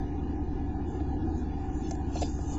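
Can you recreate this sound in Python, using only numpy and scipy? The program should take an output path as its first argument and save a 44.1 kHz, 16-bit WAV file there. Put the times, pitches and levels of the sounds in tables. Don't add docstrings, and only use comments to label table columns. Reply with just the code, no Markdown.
import sys
import numpy as np
from scipy import signal
from scipy.io import wavfile
from scipy.ndimage import uniform_filter1d

SR = 44100
rng = np.random.default_rng(int(sys.argv[2]) if len(sys.argv) > 2 else 0)


def volts(x):
    e = np.asarray(x, float) / 20
    return 10 ** e


def digitize_waveform(pressure):
    field = np.atleast_2d(pressure).T
    bounded = np.clip(field, -1, 1)
    quanta = np.round(bounded * 32767).astype(np.int16)
    wavfile.write(sys.argv[1], SR, quanta)


N = 113778

STEP_TIMES = [0.999, 1.58, 1.9092, 1.9504, 2.1534, 2.166, 2.2135, 2.2162, 2.2235, 2.388, 2.5226]
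# [knock level/dB, scratch level/dB, scratch length/s, scratch centre f/Hz]
STEP_SOUNDS = [(-41.5, -64, 0.0162, 3300), (-54, -67.5, 0.011, 3100), (-34.5, -38, 0.006, 6440),
               (-48, -57.5, 0.007, 6200), (-37, -47, 0.01, 6700), (-45, -51, 0.014, 3200),
               (-45, -38.5, 0.017, 6200), (-30, -40.5, 0.017, 4680), (-33, -48, 0.016, 2500),
               (-44, -68, 0.0083, 6500), (-49, -54.5, 0.03, 6700)]
# [f/Hz, level relative to the knock/dB, time to fall 60 dB/s]
WOOD_MODES = [(312, -10, .08), (450, -9, .05), (560, -9, .04), (689, -2, .055), (770, -4, .04),
              (1405, -22, .05), (1700, -22, .05), (2150, -27, .05), (2460, -27, .05), (2710, -28, .05),
              (3350, -27, .04)]
MODE_SPREAD_DB = 2.5
KNOCK_SMEAR = 0.25
SCRATCH_RISE_S = 0.00035
BAND_REACH = 1.4

# [t/s, treble level/dB, mids relative to treble/dB]
RUSTLE_LEVELS = [(.8, -92.5, 1.5), (.9, -62.5, -3), (.98, -66.5, -4), (1.03, -90.5, 4), (1.1, -65.5, -7),
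                 (1.22, -98, 13.5), (1.38, -56.5, -9), (1.46, -89, 3), (1.6, -72, 5.5), (1.72, -68.5, -5.5),
                 (1.76, -51.5, -23), (1.81, -56, -8), (1.85, -55, 4.5), (1.93, -53, -5.5),
                 (1.96, -59.5, -3), (2.03, -74, 0), (2.1, -65.5, 1.5), (2.16, -48.5, 4.5),
                 (2.21, -43.5, -2), (2.26, -47.5, 3), (2.32, -50.5, -9), (2.42, -55, -3),
                 (2.49, -50.5, -11), (2.54, -47, -3.5), (2.58, -59, 0)]
MID_EDGES = [2400, 3050, 3800, 4600, 5500]
MID_SWELL_DB = 3.5
CONTACTS_PER_S, CONTACT_SPREAD_DB = 4000, 3.0

# [f/Hz, width/Hz, level/dB]
FLOOR_HOLLOWS = [(2050, 320, -16.5), (3155, 180, -11), (3775, 200, -4), (5620, 120, -13.5), (7530, 88, -7)]
# [f/Hz, width/Hz, level/dB]
BOX_AIR = [(322, 108, 6), (630, 120, -7), (762.7, 179, 18), (1134, 130, -4.5), (1246, 28, 9.5),
           (1290, 62.5, -12.5), (1437, 62, 6), (1696, 190, 9.5), (2292, 270, -3), (2455, 30, 8.5),
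           (2586, 41, -14.5), (2881, 76, 5.5), (3244, 110, -16.5), (3350, 170, 6), (4130, 72, 2.5),
           (3410, 30, 0), (4170, 53, -4.5), (5040, 110, -7.5), (5490, 48, -0.5), (6190, 640, 9.5),
           (6250, 61, -8), (6880, 260, 8)]

ENGINE_CYCLE_HZ = 15.09
ENGINE_WOBBLE_RAD, ENGINE_WAVER_DB = 0.03, 1.5
# [multiple of the cycle rate, mean peak level/dB]
ENGINE_ORDERS = [(2, -46.5), (3, -53), (4, -38.5), (5, -34.5), (6, -47), (7, -44.5), (8, -57.5), (9, -48.5),
                 (10, -46.5), (12, -55), (13, -49), (14, -59.5), (15, -52.5), (16, -49), (19, -40.5),
                 (21, -56), (24, -48)]
# [f/Hz, mean peak level/dB]
WHIRR_TONES = [(162.2, -47), (304.8, -47)]

# [f/Hz, relative spectral density/dB]
RUMBLE_SPECTRUM = [(15, -3.5), (40, 2), (70, 0), (120, -6.5), (200, -11), (330, 2), (450, -35),
                   (600, -25.5), (1000, -21.5), (1300, -40.5), (2000, -34.5), (3000, -37), (4500, -39.5),
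                   (7000, -62), (8000, -79.5)]
# [t/s, level less the overall level/dB]
RUMBLE_COURSE = [(0.0, -34), (0.04, -35.5), (2.26, -36), (2.33, -38.5), (2.43, -36.5), (2.58, -34.5)]
RUMBLE_LEVEL_DB, RUMBLE_FLICKER_DB = 0.5, 1.38

STRAND_FRAME, STRAND_FROM_HZ = 5632, 1100
STRAND_REACH, STRAND_BAND = 120, 24
STRAND_CHANCE_DB = 4.5
# [f/Hz, level/dB]
STRAND_OVER_NEIGHBOURS = [(1100, -10), (1900, -3), (2500, 1.5), (3500, 5), (5600, 5), (6500, 3)]
# [f/Hz, level/dB]
STRAND_LOWEST = [(1100, -120), (6500, -104), (7400, -97.5), (7700, -85), (8300, -72.5)]

TREBLE_CUT_HZ, MIC_OFFSET = 7800, -0.0069
MIC_HISS_DB = -91
# [low f/Hz, high f/Hz, steady level/dB, level relative to the treble/dB]
HIGH_RESIDUE = [(7900, 9600, -103, -35), (14600, 15720, -100, -39)]


def rms_one(x):
    return x / np.sqrt(np.mean(x ** 2) + 1e-20)


def in_time(rows):
    s, *columns = np.transpose(rows)
    return [np.interp(np.arange(N) / SR, s, c) for c in columns]


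def drift(rate_hz):
    r = np.exp(-2 * np.pi * rate_hz * 40 / SR)
    noise = rng.standard_normal(N // 40 + 2002)
    slow = signal.lfilter([1], [1, -2 * r, r * r], noise)[2000:]
    slow = rms_one(slow - slow.mean())
    return np.interp(np.arange(N) / 40, np.arange(len(slow)), slow)


def band(x, low_hz, high_hz):
    sos = signal.butter(2, [low_hz, high_hz], "band", fs=SR, output="sos")
    return signal.sosfilt(sos, x)


def ring(clicks, hz, t60):
    r, w = volts(-60 / (t60 * SR)), 2 * np.pi * hz / SR
    return signal.lfilter([0, np.sin(w)], [1, -2 * r * np.cos(w), r * r], clicks + 1e-18)


def hollow(x, shape):
    for hz, width_hz, db in shape:
        g, w = volts(db / 2), 2 * np.pi * hz / SR
        k = np.pi * width_hz / SR
        middle = -2 * np.cos(w)
        x = signal.lfilter([1 + k * g, middle, 1 - k * g], [1 + k / g, middle, 1 - k / g], x)
    return x


def contacts():
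    size_db = CONTACT_SPREAD_DB * np.minimum(rng.exponential(1, N), 4)
    sizes = volts(size_db) * rng.choice([-1, 1], N)
    return sizes * (rng.random(N) < CONTACTS_PER_S / SR)


def knocks():
    knock_db, _, length, _ = np.transpose(STEP_SOUNDS)
    spread_db = rng.normal(0, MODE_SPREAD_DB, (len(STEP_TIMES), len(WOOD_MODES)))
    late = rng.random(spread_db.shape) * KNOCK_SMEAR * length[:, None]
    out = np.zeros(N)
    for k, (hz, db, t60) in enumerate(WOOD_MODES):
        clicks = np.zeros(N)
        at = ((np.array(STEP_TIMES) + late[:, k]) * SR).astype(int)
        clicks[at] = (-1) ** k * volts(knock_db + db + spread_db[:, k])
        soft = np.hanning(int(SR / hz) + 2)
        blows = np.convolve(clicks, 4 * soft / soft.sum())[:N]
        out += band(ring(blows, hz, t60), hz / BAND_REACH, hz * BAND_REACH)
    return out


def scratches():
    t = np.arange(N) / SR
    claws = hollow(contacts() + contacts() + contacts(), FLOOR_HOLLOWS)
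    out = 0
    for at, (_, db, length, hz) in zip(STEP_TIMES, STEP_SOUNDS):
        rise = np.clip((t - at) / SCRATCH_RISE_S, 0, 1)
        fall = np.exp(-(np.clip(t - at, 0, 1) / length) ** 2)
        low, high = hz / BAND_REACH, hz * BAND_REACH
        out = out + volts(db) * rise * fall * rms_one(band(band(claws, low, high), low, high))
    return out


def rustle():
    treble_db, mids_db = in_time(RUSTLE_LEVELS)
    moving = np.clip((np.arange(N) / SR - RUSTLE_LEVELS[0][0]) / 0.04 + 1, 0, 1)
    treble = rms_one(band(band(contacts(), 5500, 7700), 5900, 7490))
    mids = 0
    for low, high in zip(MID_EDGES, MID_EDGES[1:]):
        mids = mids + volts(MID_SWELL_DB * drift(12.0)) * band(contacts(), low, high)
    brushing = treble + volts(mids_db) * rms_one(mids)
    return moving * volts(treble_db) * hollow(brushing, FLOOR_HOLLOWS)


def engine():
    t = np.arange(N) / SR
    cycle = 2 * np.pi * ENGINE_CYCLE_HZ * t + ENGINE_WOBBLE_RAD * drift(0.55)
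    out = 0
    for k, db in ENGINE_ORDERS:
        level = volts(db + ENGINE_WAVER_DB * drift(6.1))
        out = out + level * np.sin(k * cycle + 2 * np.pi * rng.random())
    for hz, db in WHIRR_TONES:
        level = volts(db + ENGINE_WAVER_DB * drift(7.0))
        out = out + level * np.sin(2 * np.pi * (hz * t + rng.random()))
    return out


def rumble():
    edges = 14 * 2 ** np.arange(0, 9.6, 0.5)
    lead = SR // 2
    white = rng.standard_normal((2, N + lead))
    spectrum_hz, spectrum_db = np.transpose(RUMBLE_SPECTRUM)
    out = 0
    for k, (low, high) in enumerate(zip(edges, edges[1:])):
        density_db = np.interp(np.log(low * high) / 2, np.log(spectrum_hz), spectrum_db)
        flicker_db = RUMBLE_FLICKER_DB * (drift(6.8) + 0.88 * drift(3.2))
        out = out + volts(density_db + flicker_db) * band(white[k % 2], low, high)[lead:]
    course_db, = in_time(RUMBLE_COURSE)
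    return volts(course_db + RUMBLE_LEVEL_DB) * rms_one(hollow(out, BOX_AIR))


def strands(x):
    window = np.sin(np.pi * (np.arange(STRAND_FRAME) + 0.5) / STRAND_FRAME)
    framing = dict(nperseg=STRAND_FRAME, noverlap=STRAND_FRAME // 2, window=window)
    hz, _, z = signal.stft(x, SR, **framing)
    around = np.sqrt(uniform_filter1d(abs(z) ** 2, size=STRAND_REACH, axis=0))
    chance = rng.standard_normal(z.shape)[np.arange(len(hz)) // STRAND_BAND]
    margin_db = np.interp(hz, *np.transpose(STRAND_OVER_NEIGHBOURS))[:, None]
    lowest_db = np.interp(hz, *np.transpose(STRAND_LOWEST))[:, None]
    bar = np.maximum(around * volts(margin_db + STRAND_CHANCE_DB * chance), volts(lowest_db))
    keep = (abs(z) > bar) | (hz[:, None] < STRAND_FROM_HZ)
    return signal.istft(z * keep, SR, **framing)[1][:N]


def scene():
    bird_steps = knocks() + scratches()
    return (bird_steps + strands(rustle() + rumble()) + engine())[None]


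def high_residue(dry):
    treble = np.sqrt(abs(uniform_filter1d(band(dry, 6000, 7600) ** 2, size=SR // 20)))
    out = 0
    for low, high, steady_db, relative_db in HIGH_RESIDUE:
        sos = signal.ellip(6, 1, 60, [low, high], "band", fs=SR, output="sos")
        noise = rms_one(signal.sosfilt(sos, rng.standard_normal(dry.shape)))
        out = out + np.hypot(volts(steady_db), volts(relative_db) * treble) * noise
    return out


def top_cut(x):
    return signal.sosfilt(signal.butter(12, 15750, fs=SR, output="sos"), x)


def record(dry):
    cut = signal.cheby2(16, 45, TREBLE_CUT_HZ * 1.04, fs=SR, output="sos")
    heard = signal.sosfilt(cut, dry)
    hiss_cut = signal.cheby2(12, 60, TREBLE_CUT_HZ, fs=SR, output="sos")
    hiss = signal.sosfilt(hiss_cut, volts(MIC_HISS_DB) * rng.standard_normal(dry.shape))
    return top_cut(heard + MIC_OFFSET + hiss + high_residue(dry))


dry = scene()
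out = record(dry)
digitize_waveform(out)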